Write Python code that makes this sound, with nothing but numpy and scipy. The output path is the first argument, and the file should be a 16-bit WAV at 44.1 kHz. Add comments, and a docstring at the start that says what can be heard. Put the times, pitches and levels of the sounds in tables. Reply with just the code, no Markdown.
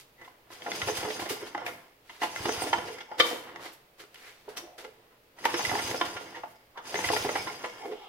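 """Four pulls on the recoil starter of a wheeled petrol trimmer outside an open shed; it never catches.
The loose frame knocks, then pulls come at 0.6 and 2.2 s: the rope hisses through its housing, the unfired
cylinder puffs, the frame clatters, the spring winds the cord home. From 3.2 s the machine is shifted:
the handlebar clangs and grit scrapes. Two more pulls follow at 5.4 and 6.8 s.
Throughout, the shed answers briefly over faint outdoor air."""
import sys
import numpy as np
from scipy import signal
from scipy.fft import rfft, irfft
from scipy.io import wavfile
from scipy.ndimage import uniform_filter1d

SR = 44100
rng = np.random.default_rng(int(sys.argv[2]) if len(sys.argv) > 2 else 0)


def to_wav(s):
    """Save 16-bit WAV."""
    ch = np.atleast_2d(s).T  # columns
    pcm = np.round(np.clip(ch, -1, 1) * 32767)  # PCM
    wavfile.write(sys.argv[1], SR, pcm.astype(np.int16))


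N = 356328
TIME = np.arange(N) / SR
FREQ = np.maximum(np.fft.rfftfreq(N, 1 / SR), 1)

# Table levels are relative, ahead of the mix gains.
# (start [s], arm out [s], cord home [s], rope [dB], rattle [dB], spring [dB], rewind fade [dB/s])
CORD_PULLS = [(0.564, 0.985, 1.5, -51.5, -39.5, -53, 31), (2.238, 2.647, 2.99, -51.5, -40.5, -52.5, 49),
              (5.356, 5.907, 6.4, -50, -38.5, -62, 45.5), (6.81, 7.17, 7.81, -47.5, -37.5, -54.5, 38)]
# starter housing: (frequency [Hz], width [Hz], level [dB])
HOUSING_MODES = [(4850, 70, 1), (5030, 60, -3), (5260, 80, 0), (5600, 150, -13), (6240, 100, 1),
                 (6420, 120, -9), (6720, 120, -11), (7720, 150, -14), (8010, 130, -9.5), (8590, 80, -10),
                 (8780, 120, -13), (10250, 120, -12), (11100, 140, -9), (12900, 100, -14),
                 (13900, 110, -16)]
# cord friction: (frequency [Hz], level [dB])
RUB_SPECTRUM = [(1200, -30.5), (2500, -4), (3600, -7.5), (4400, -12.5), (6400, -17), (7200, -28.5),
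                (10000, -20), (15500, -26.5)]
# cord catching on its eyelet: (peak [s], half length [s], frequency [Hz], width [Hz], level [dB])
CORD_SQUEALS = [(0.905, 0.0089, 6100, 397, -39), (1.1, 0.025, 4860, 160, -51),
                (2.5, 0.02, 6000, 920, -40.5), (2.625, 0.0092, 8600, 203, -40),
                (5.555, 0.011, 5300, 350, -40.5), (5.6, 0.021, 6190, 300, -39.5),
                (5.985, 0.014, 5230, 400, -41.5), (6.985, 0.014, 6330, 357, -40),
                (7.05, 0.012, 4860, 200, -50), (7.145, 0.021, 4910, 140, -39.5),
                (7.315, 0.012, 6200, 400, -44), (7.405, 0.018, 5240, 300, -44),
                (7.447, 0.0046, 9700, 1010, -50), (7.485, 0.0067, 5150, 300, -46),
                (7.55, 0.03, 4930, 200, -54)]
# rewind spring: (frequency [Hz], width [Hz], level [dB])
SPRING_MODES = [(1798, 90, -2.5), (2155, 120, 7.5), (2840, 140, -4), (3160, 90, 0), (4850, 90, -2),
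                (5200, 130, -0.5), (6400, 76, -14.5)]
# engine coasting to rest: (first exhaust [s], first cycle [s], stretch per cycle [ratio])
ENGINE_SPINS = [(0.832, 0.156, 1.5), (2.406, 0.174, 1.17), (5.68, 0.168, 1.36), (7.068, 0.141, 1.33)]
# exhaust, intake, compression: (place [cycles], level [dB], pitch [Hz], rise and fall [s])
PISTON_STROKES = [(0.0, -43.5, 105, 0.0058), (0.291, -43.5, 126.4, 0.0084), (0.64, -50.5, 120, 0.008)]
# the frame clunks twice in each engine cycle:
# (place [cycles], chatter [s], level [dB], thud [dB re level], clink [dB re level], note [Hz])
CYCLE_CLUNKS = [(0.285, 0.0069, -39.5, 5, -10.5, 410.3), (0.465, 0.0024, -41.5, 7, -10, 439)]
# pawls, handle, deck, frame:
# (time [s], chatter [s], level [dB], thud [dB re level], clink [dB re level], note [Hz])
PART_KNOCKS = [(0.212, 0.0038, -60, 1, 6, 1960), (0.245, 0.0061, -65.5, -8, 9.5, 3430),
               (0.275, 0.005, -51.5, -7, -9, 993), (0.503, 0.0027, -52.5, -5, -16, 1000),
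               (0.619, 0.0036, -55.5, -11, 9, 3100), (0.661, 0.0064, -36.5, -6, -7.5, 810),
               (0.679, 0.0063, -43, 3, -15, 1000), (0.716, 0.0022, -51.5, -3, 17, 2070),
               (0.816, 0.0023, -49.5, -7, 18, 2017), (0.884, 0.0032, -33.5, -2.5, -7, 845),
               (1.027, 0.0056, -40.5, 2, -1.5, 815), (1.05, 0.0034, -40.5, -4, -10, 820),
               (1.075, 0.0047, -45.5, 8, -10, 431), (1.103, 0.0027, -53, 11.5, 15, 1846),
               (1.194, 0.0028, -40, -5, -5, 810), (1.216, 0.0073, -40.5, 2.5, -7, 1010),
               (1.257, 0.0061, -47.5, 6.5, 5.5, 1770), (1.302, 0.012, -47, 14, -11, 396),
               (1.5471, 0.0031, -31.5, -12, -14, 828), (1.577, 0.0021, -40.5, -13, -3.5, 2000),
               (1.617, 0.0054, -41, -17, -22, 904), (1.663, 0.0023, -48.5, 4, 13, 2390),
               (1.675, 0.0086, -45, 5, 5, 2110), (2.093, 0.0072, -52.5, -13, 6, 2040),
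               (2.2168, 0.0054, -33.5, -6, -1.5, 1975), (2.23, 0.0075, -29, -8, -5.5, 866),
               (2.36, 0.002, -43, -9, 6.5, 2034), (2.453, 0.0045, -44, 12, 10, 349),
               (2.4905, 0.0023, -34, 4.5, -7, 448), (2.619, 0.0015, -34, -4.5, -10, 757),
               (2.663, 0.0089, -45, 10, -3, 451), (2.728, 0.0055, -22.5, -20, -7.5, 934),
               (2.781, 0.0047, -41, 3, -1, 774), (2.983, 0.0038, -61, -14, 16, 2040),
               (3.005, 0.0053, -50.5, -16, 7.5, 3266), (3.114, 0.0043, -39.5, -7.5, -18, 850),
               (3.198, 0.0036, -31, 4, 5, 485), (3.24, 0.011, -36, -14, -16, 937),
               (3.262, 0.0036, -47, 3, 2, 2240), (3.309, 0.0045, -45.5, 9, 0, 478),
               (3.328, 0.0029, -50, 13, 5, 477), (3.558, 0.0024, -50, -9, 6, 1880),
               (3.66, 0.0028, -48.5, -1, -2, 2030), (4.037, 0.0017, -67, 11, 7, 406),
               (4.145, 0.0012, -80, -1, 25.5, 2930), (4.157, 0.0012, -78, 6, 26, 2780),
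               (4.479, 0.004, -53.5, 14, -20, 405), (4.568, 0.011, -52.5, 0, 6, 2560),
               (4.782, 0.01, -50, -5, -5, 640), (4.846, 0.0038, -50.5, 5.5, -1.5, 467),
               (5.385, 0.0037, -54.5, -14, 2, 1940), (5.44, 0.008, -40.5, -8, 3, 1940),
               (5.453, 0.0028, -23.5, -9.5, -4.5, 898), (5.54, 0.004, -39, 8.5, 5.5, 333),
               (5.592, 0.0016, -34, -6, -6, 847), (5.649, 0.0022, -49.5, -6, 19.5, 2010),
               (5.692, 0.0056, -39.5, -6, 5, 2050), (5.715, 0.0015, -32, -4, -18, 700),
               (5.733, 0.007, -37, -4, -16, 778), (5.752, 0.0017, -31, -6, -16, 816),
               (5.786, 0.0063, -38.5, -10, 4, 2015), (5.894, 0.0023, -48.5, 10, -6, 340),
               (5.911, 0.0023, -50.5, -5, 11, 1830), (5.944, 0.0019, -40.5, 7, -7, 720),
               (6.011, 0.0044, -26, -11, -9.5, 1025), (6.164, 0.0079, -41, -25, 1.5, 1040),
               (6.344, 0.017, -46, -6, 3.5, 1850), (6.367, 0.01, -50, -6, 0, 776),
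               (6.4344, 0.0033, -37, -10.5, -19, 870), (6.772, 0.0068, -43.5, -6, -2, 910),
               (6.942, 0.0013, -44, 11.5, 7, 403), (6.954, 0.0035, -49, 9, 16.5, 2070),
               (6.989, 0.0017, -35, -6, -4, 863), (7.041, 0.0041, -42, -6, 11, 2014),
               (7.087, 0.0024, -40.5, -14, 9, 1980), (7.101, 0.0022, -30, -2, -28, 664),
               (7.1335, 0.0018, -28.5, -12, -27, 890), (7.162, 0.0041, -39.5, 5.5, 7, 473),
               (7.248, 0.0027, -44, 14.5, -2, 399), (7.2888, 0.0035, -35.5, 3.5, -1, 472),
               (7.353, 0.0049, -30, -5.5, -4.5, 806), (7.469, 0.0075, -37, -7, -2, 1024),
               (7.637, 0.0096, -36, -1, -2.5, 488), (7.852, 0.0048, -48.5, 6.5, -5, 440),
               (7.912, 0.012, -52, 15, 3.5, 420)]
# borders of the thud, clack, clink and tick registers: (frequency [Hz])
REGISTER_EDGES_HZ = [225, 620, 1450, 4400, 12000]
# deck, shroud, handlebar: (frequency [Hz], width [Hz], level [dB])
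FRAME_MODES = [(325.5, 51, -2), (409, 12, -4.5), (464, 9.5, -6.5), (498.5, 20, 1), (610, 78, -3.5),
               (697, 73, 0), (806, 21, -3), (933, 240, 3.5), (1138, 40, -11), (1392, 26, 1),
               (1740, 83, -6.5), (1892, 230, -2.5), (2054, 40, -5.5), (2210, 37, -11), (2760, 280, -6),
               (3050, 90, -8), (3430, 120, -7), (3700, 60, -14)]
# dead plastic casing: (frequency [Hz], level [dB])
CASE_SPECTRUM = [(120, 7), (250, -4), (900, 0), (1600, -0.5), (2200, -10), (3600, -10), (5000, -2.5),
                 (6500, -1.5), (8000, -62), (15500, -14)]
# jolts to the handlebar: (time [s], level [dB])
BAR_JOLTS = [(2.73, -21), (3.1985, -9.5), (3.2023, -7), (3.207, -6.5), (3.218, -29), (3.234, -31),
             (4.571, -34), (6.013, -17.5)]
# handlebar tube: (frequency [Hz], level [dB], t60 [s])
BAR_MODES = [(980, -14, 0.051), (1173, -0.5, 0.045), (1940, -7, 0.035), (2280, -2, 0.044),
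             (2380, -5, 0.025), (3105, 4, 0.031), (3506, 5, 0.015), (3630, 0.5, 0.03), (3930, -7, 0.022),
             (4240, -8, 0.022), (4780, -6, 0.022), (5550, -11, 0.018)]
# machine tipped or shifted: (start [s], length [s], rattle [dB])
WHEEL_ROCKS = [(0.177, 0.027, -50.5), (0.443, 0.2, -62), (1.565, 0.14, -42), (3.16, 0.44, -47),
               (4.443, 0.18, -52.5), (4.8, 0.33, -65.5)]
# brief hums and rings of panels, small metal parts and the rewinding starter:
# (peak [s], half length [s], frequency [Hz], width [Hz], level [dB])
PART_HUMS = [(0.227, 0.029, 1960, 300, -53), (1.43, 0.011, 410, 170, -37.5), (1.727, 0.025, 2140, 88, -54),
             (2.896, 0.02, 453, 90, -41), (3.134, 0.032, 876, 158, -46.5), (3.23, 0.028, 337, 70, -44),
             (3.27, 0.077, 520, 200, -41.5), (4.58, 0.0077, 5770, 700, -40.5),
             (4.265, 0.045, 1930, 1100, -52.5), (4.635, 0.02, 330, 80, -52), (4.676, 0.074, 640, 220, -53),
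             (4.86, 0.025, 467, 100, -49), (6.274, 0.045, 314, 79, -54.5), (6.785, 0.019, 960, 600, -43.5),
             (7.39, 0.028, 787, 50.4, -41.5), (7.39, 0.018, 2280, 140, -39.5),
             (7.84, 0.026, 800, 200, -41.5), (7.894, 0.041, 430, 190, -38.5), (8.03, 0.073, 1250, 300, -60),
             (8.04, 0.1, 3120, 1120, -55.5), (8.045, 0.056, 820, 200, -51.5)]
# gritty scrapes, sharp ticks on knocks, short cord rasps:
# (peak [s], rise [s], decay [s], level [dB], tilt [dB/octave])
SCRAPE_BURSTS = [(0.0, .01, 0.024, -49.5, 1), (0.261, 0.037, 0.045, -61, 1.5),
                 (.53, 0.016, 0.054, -45.5, -1.5), (0.974, 0.005, 0.011, -30.5, -0.5),
                 (1.198, 0.0026, 0.034, -36, 0.5), (1.303, 0.0083, 0.028, -32, 1),
                 (1.478, 0.012, 0.0081, -41, -3), (1.667, 0.0087, 0.061, -46, 4),
                 (2.15, 0.058, 0.12, -53, -2), (2.238, 0.016, 0.029, -35.5, -1.5),
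                 (2.62, 0.005, 0.03, -40, 4), (2.885, 0.011, 0.0087, -38, -5.5),
                 (3.203, 0.01, 0.014, -25.5, -3), (3.272, 0.026, 0.073, -36, 1),
                 (3.66, 0.032, 0.036, -42, -2.5), (3.737, 0.0083, 0.011, -53, 10),
                 (4.009, 0.014, 0.021, -45.5, -2), (4.145, 0.001, 0.0037, -50, 2),
                 (4.21, 0.051, 0.21, -54.5, -1.5), (4.285, 0.026, 0.015, -54.5, -1),
                 (4.492, 0.0019, 0.023, -49.5, 0), (4.573, 0.0042, 0.017, -36.5, 0.5),
                 (4.785, 0.0033, 0.043, -44.5, -1.5), (4.848, 0.0027, 0.0053, -43.5, -4.5),
                 (5.453, 0.002, 0.0074, -33, 2), (5.92, 0.0067, 0.022, -39, -1),
                 (6.056, 0.0028, 0.01, -32.5, -3), (6.52, 0.048, 0.013, -62, 6),
                 (7.179, 0.011, 0.012, -37, 2), (7.87, 0.02, 0.054, -56, 2)]
# gritty noise: (frequency [Hz], level [dB])
GRIT_SPECTRUM = [(30, -35), (90, -16), (200, -22), (320, -8), (480, -5), (1000, -4), (2200, -1.5),
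                 (4500, -3.5), (8000, -11), (13500, -11.5), (15800, -21)]
# outdoor air: (frequency [Hz], level [dB])
YARD_SPECTRUM = [(25, -10), (40, -18), (62, -8.5), (85, -20), (118, -8.5), (180, -16), (274, -13.5),
                 (445, -8.5), (800, -14.5), (1450, -17), (2200, -17.5), (4500, -23.5), (7900, -32.5),
                 (15500, -25.5)]
# microphone ports: (frequency [Hz], left minus right [dB])
PORT_BALANCE = [(150, -0.6), (500, -1.5), (1000, -1.5), (2000, -0.5), (4000, 1), (6000, 0.5), (8000, -7),
                (12000, -4.5)]

ROPE_ATTACK_S, RATTLE_ATTACK_S, ROCK_ATTACK_S, RELEASE_S = 0.25, 0.19, 0.048, 0.061
THUD_HZ, CLINK_HZ = 407, 2100


def rope():
    """The cord slips over its eyelet in dense catches that hiss and ring the housing."""
    speed = sum(undb(db) * effort(start, out, home, fade, ROPE_ATTACK_S)
                for start, out, home, db, _, _, fade in CORD_PULLS)
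    slips = grains(rate_hz=1500, spread_db=1.0) * undb(2.5 * walk(60) + 0.54 * walk(13))
    housing = sing(slips, HOUSING_MODES, flicker_db=3, flicker_hz=34)
    hiss = unit(shape(slips, colour(RUB_SPECTRUM)))
    return (housing * undb(6.5) + hiss * undb(9.5)) * speed


def effort(start_s, out_s, home_s, fade_db_per_s, attack_s):
    """One pull: gathers speed, holds until the arm is out, fades on the rewind."""
    fade = undb(-fade_db_per_s * np.maximum(TIME - out_s, 0))
    return gesture(start_s, home_s, attack_s, RELEASE_S) * fade


def spring(rise_db_per_s=2, release_s=0.16):
    """The coil slips over itself in uneven fits as it winds the cord home."""
    winding = sum(undb(db + rise_db_per_s * np.maximum(TIME - out, 0))
                  * gesture(out, home, ROPE_ATTACK_S, release_s)
                  for _, out, home, _, _, db, _ in CORD_PULLS)
    slips = grains(rate_hz=840, spread_db=3) * undb(3.5 * walk(35))
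    return sing(slips, SPRING_MODES, flicker_db=4, flicker_hz=36) * winding


def sing(slips, modes, flicker_db, flicker_hz):
    """Modes driven by one rubbing contact; each swells and fades as the contact moves."""
    out = np.zeros(N)
    steps_s = np.arange(N // 100) / flicker_hz
    for hz, width_hz, db in modes:
        grip = np.interp(TIME, steps_s, undb(db + flicker_db * rng.standard_normal(len(steps_s))))
        out += signal.lfilter(*signal.iirpeak(hz, hz / width_hz, fs=SR), slips * grip)
    return unit(out)


def cylinder(shake, rumble_db=-17):
    """Each stroke puffs through the silencer; the crank rumbles underneath."""
    puffs = np.zeros(N)
    for place, db, hz, length_s in PISTON_STROKES:
        for at_s, coast_db in crank(place):
            near = abs(TIME - at_s) < 6 * length_s
            t = TIME[near] - at_s
            envelope = np.exp(-abs(t) / (0.48 * length_s))
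            puffs[near] -= undb(db + coast_db) * np.cos(2 * np.pi * hz * t) * envelope
    rumble = unit(shape(rng.standard_normal(N), band(112, 228))) * shake
    return puffs * undb(8.5) + rumble * undb(rumble_db)


def crank(place, cycles=3, loss_db=2):
    """(time [s], level [dB]) each time the slowing engine passes one place in its cycle."""
    return [(first_s + cycle_s * (stretch ** n - 1) / (stretch - 1), -loss_db * n ** 2)
            for first_s, cycle_s, stretch in ENGINE_SPINS for n in np.arange(cycles) + place]


def knocks(pitch_scatter=0.064, mode_scatter_db=4.5, hard_db=-26, rise_hz_per_db=80, size=4096):
    """Each knock is a brief chatter of contacts; where it lands sets which registers and modes answer."""
    lead = size // 16
    t, f = np.maximum(np.arange(size) - lead, 0) / SR, bins_hz(size)
    registers = [(lo, hi, band(lo, hi, f)) for lo, hi in zip(REGISTER_EDGES_HZ, REGISTER_EDGES_HZ[1:])]
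    clunks = [(at_s, chatter_s, db + coast_db, *accents)
              for place, chatter_s, db, *accents in CYCLE_CLUNKS for at_s, coast_db in crank(place)]
    window_gain = np.sqrt(0.02 * SR / size)  # unit rms over 20 ms
    out = np.zeros(N + size)
    for at_s, chatter_s, db, thud_db, clink_db, note_hz in clunks + list(PART_KNOCKS):
        chance = rng.standard_normal(size)
        age = t / max(chatter_s, 0.0016)
        chatter = chance * age ** 1.1 * np.exp(-1.3 * age)
        thud_hz, clink_hz = np.array([THUD_HZ, CLINK_HZ]) * np.exp(pitch_scatter * chance[:2])
        clink_hz += rise_hz_per_db * max(db + clink_db - hard_db, 0)  # hard clinks ring higher
        body = frame_response(f, case_db=-4.5, mode_db=mode_scatter_db * chance[-len(FRAME_MODES):])
        thud = abs(ringing([(thud_hz, 2.7 * thud_hz, 0)], f)) ** 2
        clink = abs(ringing([(clink_hz, 0.5 * clink_hz, 0)], f))
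        accents = [(thud, thud_db), (1, 0), (clink, clink_db), (1, clink_db - 15)]
        start = int(at_s * SR) - lead
        for (lo, hi, register), (accent, accent_db) in zip(registers, accents):
            ring = unit(shape(chatter, body * register * accent))
            if lo <= note_hz < hi:
                note_db = 3 - 1.5 * np.log2(note_hz / THUD_HZ)
                ring = unit(ring + undb(note_db) * unit(struck_note(t, note_hz, chatter_s, chance[2:4])))
            out[start:start + size] += undb(db + accent_db) * ring * window_gain
    return out[:N] * undb(-0.4)


def struck_note(t, hz, rise_s, phases, sharp=0.021, split=0.049, settle_s=0.005):
    """A struck part rings in twin modes that start sharp and die sooner when higher."""
    turns = hz * (t + sharp * settle_s * (1 - np.exp(-t / settle_s)))
    lower = np.sin(2 * np.pi * (turns + phases[0]))
    upper = np.sin(2 * np.pi * (turns * (1 + split) + phases[1]))
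    decay_s = 0.012 * np.sqrt(THUD_HZ / hz)
    return (lower + 0.5 * upper) * (1 - np.exp(-t / rise_s)) * np.exp(-t / decay_s)


def frame_response(f, case_db, mode_db=0):
    """Frame modes, each offset by mode_db, over the dead plastic casing."""
    hz, width_hz, db = np.transpose(FRAME_MODES)
    return ringing(zip(hz, width_hz, db + mode_db), f) + undb(case_db) * colour(CASE_SPECTRUM, f)


def handlebar(attack_s=0.0004, size=8192):
    """A jolt sets the steel tube clanging in short-lived modes."""
    t = np.arange(size) / SR
    out = np.zeros(N + size)
    for at_s, db in BAR_JOLTS:
        phases = rng.uniform(0, 2 * np.pi, len(BAR_MODES))
        clang = sum(undb(mode_db - 60 * t / t60_s) * np.sin(2 * np.pi * hz * t + phase)
                    for (hz, mode_db, t60_s), phase in zip(BAR_MODES, phases))
        clang *= 1 - np.exp(-t / attack_s)
        start = int(at_s * SR)
        out[start:start + size] += undb(db) * clang / abs(clang).max()
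    return out[:N]


def rattle(shake, buzz_db=-2.5, drum_db=-5.5):
    """Loose parts buzz against the frame and the deck drums while the machine shakes."""
    body = frame_response(FREQ, case_db=2.0)
    contacts = grains(rate_hz=900, spread_db=-0.5) * undb(2.8 * walk(50))
    buzz = unit(shape(contacts, body * band(690, 3200)))
    drum = unit(shape(rng.standard_normal(N), body * band(264, 577)))
    return (buzz * undb(buzz_db) + drum * undb(drum_db)) * shake


def shaking(fade_share=0.56, after_knock_db=-13, after_knock_s=0.075):
    """Shake envelope: outlasts the rope on each pull, follows shifts, lingers after knocks."""
    pulled = sum(undb(db) * effort(start, out, home, fade_share * fade, RATTLE_ATTACK_S)
                 for start, out, home, _, db, _, fade in CORD_PULLS)
    rocked = sum(undb(db) * gesture(start, start + length, ROCK_ATTACK_S, RELEASE_S)
                 for start, length, db in WHEEL_ROCKS)
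    blows = np.zeros(N)
    for at_s, _, db, *_ in PART_KNOCKS:
        blows[int(at_s * SR)] += undb(db + after_knock_db) ** 2
    knock_power = signal.lfilter([1], [1, -np.exp(-2 / (after_knock_s * SR))], blows)
    return np.sqrt(pulled ** 2 + rocked ** 2 + knock_power)


def hums(notes, size=16384):
    """A part swells briefly on one noisy resonance."""
    t, f = (np.arange(size) - size // 2) / SR, bins_hz(size)
    out = np.zeros(N + size)
    for peak_s, half_s, hz, width_hz, db in notes:
        swell = np.exp(-0.5 * (t / half_s) ** 2)
        tone = shape(rng.standard_normal(size), ringing([(hz, width_hz, 0)], f) ** 2) * swell
        start = int(peak_s * SR) - size // 2
        out[start:start + size] += undb(db) * tone * np.sqrt(np.sum(swell ** 2) / np.sum(tone ** 2))
    return out[:N]


def scrapes(tilt_from_hz=400, size=32768):
    """Gritty scrapes, ticks on knocks and cord rasps: swells of grains, each with its own brightness."""
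    grit = grains(rate_hz=3500, spread_db=3.5)
    f = bins_hz(size)
    octaves = np.log2(np.maximum(f, tilt_from_hz))
    out = np.zeros(N)
    for peak_s, rise_s, decay_s, db, db_per_octave in SCRAPE_BURSTS:
        start = np.clip(int(peak_s * SR) - size // 4, 0, N - size)
        part = slice(start, start + size)
        t = TIME[part] - peak_s
        swell = np.exp(-0.5 * (np.minimum(t, 0) / rise_s) ** 2 - np.maximum(t, 0) / decay_s)
        crunch = unit(shape(grit[part], colour(GRIT_SPECTRUM, f) * undb(db_per_octave * octaves)))
        out[part] += undb(db) * swell * crunch
    return out


def shed(x, early_db=-11, early_s=0.017, tail_db=-9, low_t60_s=0.61, treble_t60_s=0.51, treble_hz=3000):
    """Door posts answer at once; the shed rings on, its treble dying sooner."""
    t = TIME[:SR]
    early = (1 - np.exp(-t / 0.0015)) * np.exp(-t / early_s)
    air = diffuse()
    low = shape(air, 1 / (1 + (FREQ / treble_hz) ** 4))
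    response = np.zeros((2, SR))
    for part, t60_s in ((low, low_t60_s), (air - low, treble_t60_s)):
        tail = (1 - np.exp(-t / 0.0018)) * undb(-60 * t / t60_s)
        envelope = undb(early_db) * early / np.linalg.norm(early)
        envelope += undb(tail_db) * tail / np.linalg.norm(tail)
        response += part[:, :SR] * envelope
    return x + signal.fftconvolve(x, response, axes=1)[:, :N]


def yard(level_db=-61.5):
    """Faint outdoor air, slowly swelling."""
    return unit(shape(diffuse(), colour(YARD_SPECTRUM))) * undb(level_db + 0.47 * walk(0.78))


def diffuse(first_null_hz=1150):
    """Noise from all sides at two spaced microphones: alike in the bass, unrelated in the treble."""
    alike = np.sinc(FREQ / first_null_hz)
    mid, side = (shape(rng.standard_normal(N), np.sqrt((1 + sign * alike) / 2)) for sign in (1, -1))
    return np.array([mid + side, mid - side])


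def pair(source, half_hz, least_alike, left_lag_s):
    """A large source at two spaced microphones: right leads, less alike towards the treble."""
    alike = np.clip(least_alike + (1 - least_alike) / (1 + (FREQ / half_hz) ** 2), 0, 1)
    mid, side = (shape(source(), np.sqrt((1 + sign * alike) / 2)) for sign in (1, -1))
    left = shape(mid + side, np.exp(-2j * np.pi * FREQ * left_lag_s))
    return np.array([left, mid - side])


def gesture(start_s, stop_s, attack_s, release_s):
    """Linear rise, hold, exponential release."""
    return np.clip((TIME - start_s) / attack_s, 0, 1) * np.exp(-np.maximum(TIME - stop_s, 0) / release_s)


def grains(rate_hz, spread_db):
    """Tiny random contacts of unequal size."""
    out = np.zeros(N)
    at = np.flatnonzero(rng.random(N) < rate_hz / SR)
    sizes_db = spread_db * np.minimum(rng.exponential(size=N)[at], 4)
    out[at] = undb(sizes_db) * rng.choice([-1, 1], N)[at]
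    return unit(out)


def walk(rate_hz):
    """Smooth random wander, rms 1."""
    hold = int(SR / rate_hz)
    steps = np.repeat(rng.standard_normal(N // hold + 1), hold)
    return unit(uniform_filter1d(steps, hold)[:N])


def ringing(modes, f=FREQ):
    """Response of damped resonances."""
    return sum(undb(db) / (1 + 1j * (f / hz - hz / f) * (hz / width_hz)) for hz, width_hz, db in modes)


def colour(points, f=FREQ):
    """Gain curve through (frequency [Hz], level [dB]) points."""
    hz, db = np.transpose(points)
    return undb(np.interp(np.log(f), np.log(hz), db))


def band(lo_hz, hi_hz, f=FREQ, order=4):
    """Band-pass gain."""
    return 1 / np.sqrt((1 + (lo_hz / f) ** (2 * order)) * (1 + (f / hi_hz) ** (2 * order)))


def shape(x, response):
    """Filter by a frequency response."""
    return irfft(rfft(x) * response, x.shape[-1])


def bins_hz(size):
    """FFT frequencies, floored at 1 Hz."""
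    return np.maximum(np.fft.rfftfreq(size, 1 / SR), 1)


def undb(db):
    """Decibels to gain."""
    return np.exp(np.asarray(db) * (np.log(10) / 20))


def unit(x):
    """Scale to rms 1."""
    return x / np.sqrt(np.mean(x ** 2))


def scene():
    """Machine and scrapes, heard from the shed door."""
    shake = shaking()
    frame = pair(lambda: knocks() + handlebar() + rattle(shake) + hums(PART_HUMS),
                 half_hz=1164, least_alike=0.37, left_lag_s=90e-6)
    starter = pair(lambda: rope() + spring() + hums(CORD_SQUEALS),
                   half_hz=1500, least_alike=0.11, left_lag_s=90e-6)
    scraping = pair(scrapes, half_hz=1300, least_alike=0.071, left_lag_s=50e-6)
    return shed(frame + starter + scraping + cylinder(shake)) * undb(-0.86) + yard()


def record(dry):
    """The two microphone ports colour the sound differently; the top is cut."""
    ports = colour(PORT_BALANCE) ** np.array([[0.5], [-0.5]])
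    top_hz = 15850
    lowpass = signal.ellip(10, 0.2, 80, top_hz, fs=SR, output="sos")
    return signal.sosfilt(lowpass, shape(dry, ports))


dry = scene()
out = record(dry)
to_wav(out)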